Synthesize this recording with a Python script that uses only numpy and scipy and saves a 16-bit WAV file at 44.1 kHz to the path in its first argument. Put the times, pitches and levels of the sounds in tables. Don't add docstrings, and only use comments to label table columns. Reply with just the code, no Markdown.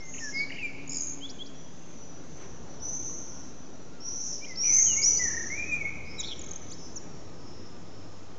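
import sys
import numpy as np
from scipy import signal
from scipy.io import wavfile
from scipy.ndimage import uniform_filter1d, map_coordinates

SR = 44100
rng = np.random.default_rng(int(sys.argv[2]) if len(sys.argv) > 2 else 0)


def volts_from_decibels(level):
    exponent = np.asarray(level, float) / 20
    return 10 ** exponent


def master_out(mix):
    frames = np.transpose(np.atleast_2d(mix))
    ceiling = np.clip(frames, -1, 1)
    pcm = np.round(ceiling * 32767).astype(np.int16)
    wavfile.write(sys.argv[1], SR, pcm)


N = 369558

# start_s, length_s, first_pitch_hz, last_pitch_hz, top_level_db
FLUTE_NOTES = [(.203, 0.1, 1878, 1674, -40.5), (0.581, 0.055, 2866, 2520, -37.5),
               (4.487, .047, 2180, 2005, -45), (4.623, 0.082, 2800, 3055, -59),
               (4.965, .043, 2100, 2274, -34.5), (5.011, .03, 2227, 2247, -35),
               (5.163, .05, 4090, 5590, -40), (5.19, 0.062, 2037, 1940, -36),
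               (5.241, 0.037, 1950, 1810, -36.5), (5.655, 0.071, 2508, 2520, -38.5),
               (5.711, 0.064, 2420, 2428, -28), (5.801, .033, 2316, 2192, -34),
               (5.839, 0.061, 2163, 2217, -32.5), (6.179, 0.037, 3964, 3770, -39),
               (6.812, 0.072, 7660, 7500, -56.5)]
SWELL_NOTES = [(.322, .122, 2110, 2260, -28.5), (1.205, .062, 2900, 3490, -39),
               (1.385, .046, 3020, 3430, -41), (2.795, .025, 4870, 6050, -45),
               (2.845, .017, 4810, 5600, -48), (2.9, .015, 4900, 5600, -55), (4.405, .055, 2250, 2430, -47),
               (4.858, .095, 3200, 2760, -37), (5.02, .038, 4600, 5900, -21),
               (6.697, .031, 4470, 7470, -40)]
HOOK_NOTES = [(1.288, .03, 2530, 5900, -43), (1.296, .024, 3680, 4950, -50), (1.457, .025, 2940, 5850, -53),
              (1.466, .021, 3840, 4900, -57), (4.46, .028, 1750, 2250, -52), (4.555, .018, 3480, 5400, -39),
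              (4.582, .02, 3880, 5400, -45), (4.956, .014, 1800, 2170, -46), (6.715, .045, 2370, 5450, -50)]
FADE_NOTES = [
    (0, .13, 2160, 2060, -49),
    (0.627, .075, 2450, 2313, -34.5),
    (.874, .012, 7300, 6450, -38),
    (4.444, .016, 2500, 3300, -45),
    (6.956, 0.033, 7520, 5400, -38),
]
DIVE_NOTES = [
    (4.35, .014, 5600, 4800, -36),
    (6.19, .034, 7800, 3520, -35),
    (6.207, .011, 3880, 2670, -38),
    (6.39, .01, 7300, 6280, -39),
    (6.79, .01, 6140, 7500, -50),
]
TRILLS = {"drop": [(.134, .075, 2450, 2350, -45), (.493, .105, 2400, 2520, -39.5)],
          "vee": [(.8905, .262, 6900, 6600, -31.5), (.8915, .13, 5250, 5150, -40)],
          "rasp": [(4.633, .187, 2420, 2080, -38.5)], "buzz": [(6.227, .048, 3250, 3850, -36),
          (6.265, .075, 3850, 3200, -36)], "arch": [(5.273, .221, 1800, 1800, -35)],
          "quaver": [(5.495, .08, 2030, 2340, -33), (5.572, .078, 2370, 2430, -32)],
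          "flick": [(6.41, .168, 6500, 6400, -37.5)]}
TRILL_TURNS = {"drop": [(0, .16, -9), (.13, .2, -3), (.28, .12, -4), (.36, -.04, -5), (.5, -.2, 0),
               (.62, -.1, -4), (.85, -.03, -5), (1, .16, -18)], "vee": [(0, .1, -19), (.2, .05, -4),
               (.5, -.05, 0), (.72, 0, -8), (1, .1, -19)], "quaver": [(0, -.005, -7), (.5, 0, 0),
               (1, -.005, -7)], "rasp": [(0, .06, -8), (.5, -.03, 0), (1, .06, -8)], "buzz": [(0, .2, -9),
               (.35, .04, -2), (.55, -.04, 0), (.75, .06, -5), (1, .2, -9)], "arch": [(0, -.06, -24),
               (.2, -.03, -6), (.5, .025, 0), (.75, -.01, -4), (.88, -.03, -24), (1, -.06, -34)],
               "flick": [(0, -.08, -14), (.15, -.02, -2), (.38, .02, 0), (.42, .17, -10), (.5, .02, -10),
               (.58, -.18, -20), (.62, -.18, -34), (1, -.08, -34)]}
TRILL_BEATS = {"drop": (38.5, 42.5, .02, .5), "vee": (79.5, 79, .015, .2), "rasp": (125, 125, .3, .4),
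               "buzz": (125, 125, .12, .4), "arch": (35.5, 28, .01, .1), "quaver": (45, 80, .2, .1),
               "flick": (41.3, 41.3, .01, .4)}
OVERTONES_DB = (-29, -27)
# delay_s, level_db
ROOF_ECHO = (.0042, -8)
GESTURES = {"flute": (1.5, .5, 11, 7), "swell": (1.2, .8, 17, 5), "hook": (3.4, .2, 8, 9),
            "fade": (2, .15, 3, 13), "dive": (.45, .45, 13, 7), "thin": (2.5, .12, 5, 9),
            "trill": (1.1, .3, 4, 6), "hoarse": (1.8, .45, 11, 11), "motor": (1.1, .55, 4, 4)}

# time_s, pitch_hz, level_db
NEAR_SCREAMS = [
    [(.012, 5980, -62), (.048, 6390, -49.5), (.166, 6650, -42), (.33, 6400, -49.5)],
    [(.335, 5180, -40.5), (.41, 4730, -43.5), (.45, 4450, -51.5), (.48, 4320, -62.5)],
    [(2.815, 5960, -40), (2.935, 6080, -36), (3.141, 6200, -42.5), (3.347, 5950, -51), (3.53, 5980, -64)],
    [(4.0, 5450, -48.5), (4.066, 5780, -37), (4.216, 5980, -37.5), (4.342, 5856, -36), (4.4, 5710, -50.5),
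     (4.53, 5810, -50)],
    [(4.57, 5380, -34), (4.646, 5835, -25.5), (4.762, 6223, -22.5), (4.818, 6320, -22.5), (4.87, 6200, -32),
     (5.0, 6230, -36.5)],
    [(4.8, 6460, -28), (4.884, 6633, -29), (5.3, 6576, -45)],
    [(5.055, 5840, -17), (5.107, 5940, -25), (5.19, 6000, -31), (5.253, 5917, -31.5), (5.77, 6070, -60.5)],
]
# first_swing_hz, last_swing_hz
NEAR_SWINGS = [(120, 700), (190, 380), (130, 480), (150, 600), (30, 280), (60, 350), (70, 600)]
# start_s, length_s, first_pitch_hz, last_pitch_hz, top_level_db
THIN_SCREAMS = [
    (0, 0.023, 5380, 5480, -44.5),
    (1.541, .455, 5740, 6270, -59),
    (1.907, 0.38, 5910, 5940, -58),
    (3.533, .43, 6050, 5840, -56),
    (6.578, 0.38, 6120, 6050, -53.5),
    (7.003, .36, 5660, 5560, -60),
]
HOARSE_SCREAMS = [
    (.19, .14, 5440, 5690, -42.5),
    (2.24, .41, 6190, 5930, -55),
    (2.659, 0.15, 5940, 5930, -54.5),
    (4.2, .2, 6910, 6770, -53.5),
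    (6.046, 0.38, 4930, 5800, -49.5),
    (6.749, .19, 5380, 5390, -52.5),
    (7.33, .45, 5290, 5375, -57.5),
    (7.7, .62, 5370, 5310, -63),
]
FAR_SWINGS = {"thin": (55, 150), "hoarse": (200, 300)}
# first_rate_hz, last_rate_hz
FLUTTER_HZ = (280.5, 148.9)
# start_s, length_s, echo_delay_s, echo_db
WALL_ECHO = (4.57, .25, .024, -5)

# frequency_hz, t60_s
YARD_DECAY = [(1500, 1.55), (3000, 1.84), (7000, 1.4)]
# frequency_hz, level_db (per Hz)
CITY_SPECTRUM = [(30, -9), (48, -5.5), (300, -4), (1250, -19.5), (2000, -25), (5000, -29), (6710, -23.5),
                 (6900, -29.5)]
# time_s, level_db
TRAFFIC = [
    (0, -49),
    (.4, -46.5),
    (1.85, -49),
    (2.448, -45.5),
    (3.17, -45.5),
    (3.9, -49),
    (4.35, -48.5),
    (5.089, -43.5),
    (6.65, -45.5),
    (8.38, -47.5),
]
# start_s, length_s, first_pitch_hz, last_pitch_hz, top_level_db
MOTORS = [
    (2.6, 6.58, 1424, 1190, -67),
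    (0, 1.6, 269, 273, -52.5),
    (1.95, 3, 268, 266, -60.5),
    (0, 3, 165, 161, -56.5),
    (3, 5.38, 166, 167, -58),
    (4.5, 2.2, 91, 75, -54),
    (7, 1.5, 97, 100, -55),
]
# time_s, centre_hz, width_hz, level_db
RUSTLE = (2.425, 1700, 2200, -54.5)


def evened(x):
    return x / np.sqrt(np.mean(x ** 2) + 1e-20)


def read(points, hz):
    f, value = np.transpose(points)
    return np.interp(np.log(hz + 1), np.log(f + 1), value)


def add(mix, s, sound):
    part = mix[max(round(s * SR), 0):][:len(sound)]
    part += sound[:len(part)]


def unroll(rows):
    s, *columns = np.transpose(rows)
    t = np.arange(s[0], s[-1], 1 / SR)
    return s[0], [np.interp(t, s, c) for c in columns]


def drift(count, hz):
    knots = rng.standard_normal(int(count * hz / SR) + 3)
    return map_coordinates(knots, [np.arange(count) * hz / SR], order=3)


def gesture(kind, start, length, hz0, hz1, db):
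    bend, top, first_db, last_db = GESTURES[kind]
    on = np.linspace(0, 1, round(length * SR))
    top = np.clip(top, .05, .95)
    climb_db = first_db * np.maximum(1 - on / top, 0) ** 2
    sink_db = last_db * (np.maximum(on - top, 0) / (1 - top)) ** 2
    pitch = hz1 + (hz0 - hz1) * (1 - on) ** bend
    return start, (pitch, db - (climb_db + sink_db))


def whistle(hz, db, fade=.0035):
    phase = 2 * np.pi * np.cumsum(hz) / SR
    tone = np.sin(phase)
    for k, over_db in zip((2, 3), OVERTONES_DB):
        bright = (k * hz / 7000) ** 3.5 * (k * hz < 9000)
        tone = tone + volts_from_decibels(over_db) * bright * np.sin(k * phase)
    ends = signal.windows.tukey(len(hz), min(1, 2 * fade * SR / len(hz)))
    return np.sqrt(2) * volts_from_decibels(db) * tone * ends


def trill(shape, row):
    part, shift, turn_db = np.transpose(TRILL_TURNS[shape])
    first_rate, rate, uneven, hoarse = TRILL_BEATS[shape]
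    s, (hz, db) = gesture("trill", *row)
    count = len(hz)
    beat = np.linspace(first_rate, rate, count) * (1 + uneven * drift(count, rate))
    turn = np.cumsum(beat) / SR % 1
    bend = uniform_filter1d(np.interp(turn, part, shift), 30) + .011 * drift(count, 3 * rate)
    puff_db = uniform_filter1d(np.interp(turn, part, turn_db), 20) + 2.5 * drift(count, 3 * rate)
    grit = evened(1 - hoarse + hoarse * drift(count, 500))
    return s, whistle(hz * (1 + bend), db + puff_db, .006) * grit


def blackbird():
    out = np.zeros(N)
    song = {"flute": FLUTE_NOTES, "swell": SWELL_NOTES, "hook": HOOK_NOTES,
            "fade": FADE_NOTES, "dive": DIVE_NOTES}
    for kind, notes in song.items():
        for row in notes:
            s, (hz, db) = gesture(kind, *row)
            add(out, s, whistle(hz, db + 2.2 * drift(len(hz), 70), .005))
    delay, echo_db = ROOF_ECHO
    for shape, trills in TRILLS.items():
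        for row in trills:
            s, strokes = trill(shape, row)
            add(out, s, strokes)
            add(out, s + delay, volts_from_decibels(echo_db) * strokes)
    return out


def scream(hz, db, clear, harsh, waver_db):
    count = len(hz)
    on = np.linspace(0, 1, count)
    rate = np.geomspace(*FLUTTER_HZ, count) * (1 + (.1 + .25 * on) * drift(count, 110))
    flutter = 2 * np.pi * np.cumsum(rate) / SR
    swing = clear + (harsh - clear) * on ** 1.336
    hz = uniform_filter1d(hz, 600) + swing * (np.sin(flutter) + .27 * drift(count, 160))
    throb = 1 + np.clip(swing / 600, 0, 1) * np.cos(flutter + .26)
    throb = throb + (.053 + .3 * on) * drift(count, 1600)
    db = db + 1.8 * drift(count, 70) + waver_db * drift(count, 18)
    return whistle(hz, db, .0067) * evened(throb)


def swifts():
    out = np.zeros(N)
    for rows, swing in zip(NEAR_SCREAMS, NEAR_SWINGS):
        s, (hz, db) = unroll(rows)
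        add(out, s, scream(hz, db, *swing, waver_db=0))
    for kind, rows, waver_db in (("thin", THIN_SCREAMS, 4), ("hoarse", HOARSE_SCREAMS, 0)):
        for row in rows:
            s, (hz, db) = gesture(kind, *row)
            add(out, s, scream(hz, db, *FAR_SWINGS[kind], waver_db))
    return out


def skim_wall(flock):
    s, length, delay, db = WALL_ECHO
    skim = flock[round(s * SR):][:round(length * SR)]
    add(flock, s + delay, volts_from_decibels(db) * skim * signal.windows.tukey(len(skim), .5))


def yard(x, early_db, treble_db):
    taps = np.zeros(SR)
    at = np.arange(700, SR - 20, 20)
    taps[at + rng.integers(0, 20, len(at))] = rng.choice([-1., 1.], len(at))
    hz, t, z = signal.stft(taps, SR, nperseg=256)
    hz = hz[:, None]
    decay_db = -60 * t / read(YARD_DECAY, hz)
    tail = signal.istft(z * volts_from_decibels(decay_db + treble_db * (hz > 2950)), SR, nperseg=256)[1]
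    tail /= np.linalg.norm(tail) / volts_from_decibels(treble_db * .6)
    tail[rng.integers(300, 4000, 8)] += volts_from_decibels(early_db)
    return signal.fftconvolve(x, tail)[:N]


def traffic():
    size, hop = 2048, 512
    frames, hz = N // hop + 5, np.fft.rfftfreq(size, 1 / SR)
    a, b, patches = rng.standard_normal((frames, 1025, 3)).T
    patches = evened(uniform_filter1d(uniform_filter1d(patches, 14, 0), 8, 1))
    s, level_db = np.transpose(TRAFFIC)
    t = np.arange(frames) * hop / SR
    hz = hz[:, None]
    swell = np.interp(t, s, level_db - level_db.mean()) / (1 + (hz / 1500) ** 2)
    deep = (.6 * swell[0] + 1.2 * drift(frames, 1.2 * hop)) / (1 + (hz / 110) ** 4)
    colour_db = read(CITY_SPECTRUM, np.minimum(hz, 6900))
    z = (a + 1j * b) * volts_from_decibels(colour_db + 1.2 * patches - 14 * (hz < 38))
    scale = np.std(signal.istft(z, nperseg=size, noverlap=size - hop)[1])
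    rumble = signal.istft(z * volts_from_decibels(swell + deep), nperseg=size, noverlap=size - hop)[1][:N]
    return volts_from_decibels(-47.5) / scale * rumble


def motors():
    out = np.zeros(N)
    for row in MOTORS:
        s, (hz, db) = gesture("motor", *row)
        add(out, s, whistle(hz * (1 + .035 * drift(len(db), 40)), db + 2.4 * drift(len(db), 8)))
    return out


def rustle():
    s, hz, width, db = RUSTLE
    band = signal.butter(2, [hz - width / 2, hz + width / 2], "band", fs=SR)
    noise = evened(signal.lfilter(*band, rng.standard_normal(N)))
    return volts_from_decibels(db) * noise * np.exp(-((np.arange(N) / SR - s) / .05) ** 2)


def scene():
    bird, flock = blackbird(), swifts()
    skim_wall(flock)
    blur = .6 + .8 * drift(N, 200)
    echoes = volts_from_decibels(-9.5) * yard(bird * blur, -16, -5)
    echoes = echoes + volts_from_decibels(-7) * yard(flock * blur, -8.5, 0)
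    mono = bird + flock + echoes + traffic() + motors() + rustle()
    return np.array([mono, mono])


def low_pass(x):
    return signal.sosfilt(signal.butter(12, 8150, fs=SR, output="sos"), x)


def record(dry):
    hz, t, z = signal.stft(dry[0], SR, nperseg=2048)
    power = abs(z) ** 2
    band = np.arange(len(hz)) // 6
    band_hz = hz[band * 6][:, None]
    loud_db = 10 * np.log10(power[hz > 4500].sum(0) + 1e-12) + 55
    hz = hz[:, None]

    spread = uniform_filter1d(uniform_filter1d(power, 70, 0), 70, 0) * (hz > 3500)
    z = z + volts_from_decibels(-20.5) * np.sqrt(abs(spread)) * np.exp(2j * np.pi * rng.random(z.shape))

    luck = uniform_filter1d(rng.standard_normal((len(t), band[-1] + 1)), 2, 0).T[band]
    edge_hz = np.minimum(7620 - 11 * loud_db + 230 * luck, 8050)
    hole = (abs(hz - 4550) < 260) & (luck + .05 * np.minimum(loud_db, 15) > 1.3)
    dull_db = -.016 * np.maximum(hz - 7150, 0)
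    kept = volts_from_decibels(dull_db - 70 * (band_hz > edge_hz) - 31 * hole)

    local = abs(uniform_filter1d(power, 8, 0)) + 1e-20
    calm = np.median(local, 1)[:, None]
    side = volts_from_decibels(-17) * np.sqrt(local) * (calm / local) ** .2 * (hz ** 2 / (hz ** 2 + 150 ** 2))
    side = side * np.exp(2j * np.pi * rng.random(z.shape))

    mono, grit = signal.istft(np.array([z, side]) * kept, SR, nperseg=2048)[1][:, :N]
    offset = -.0163
    mix = np.array([mono + grit, mono - grit]) + offset
    return low_pass(mix)


dry = scene()
out = record(dry)
master_out(out)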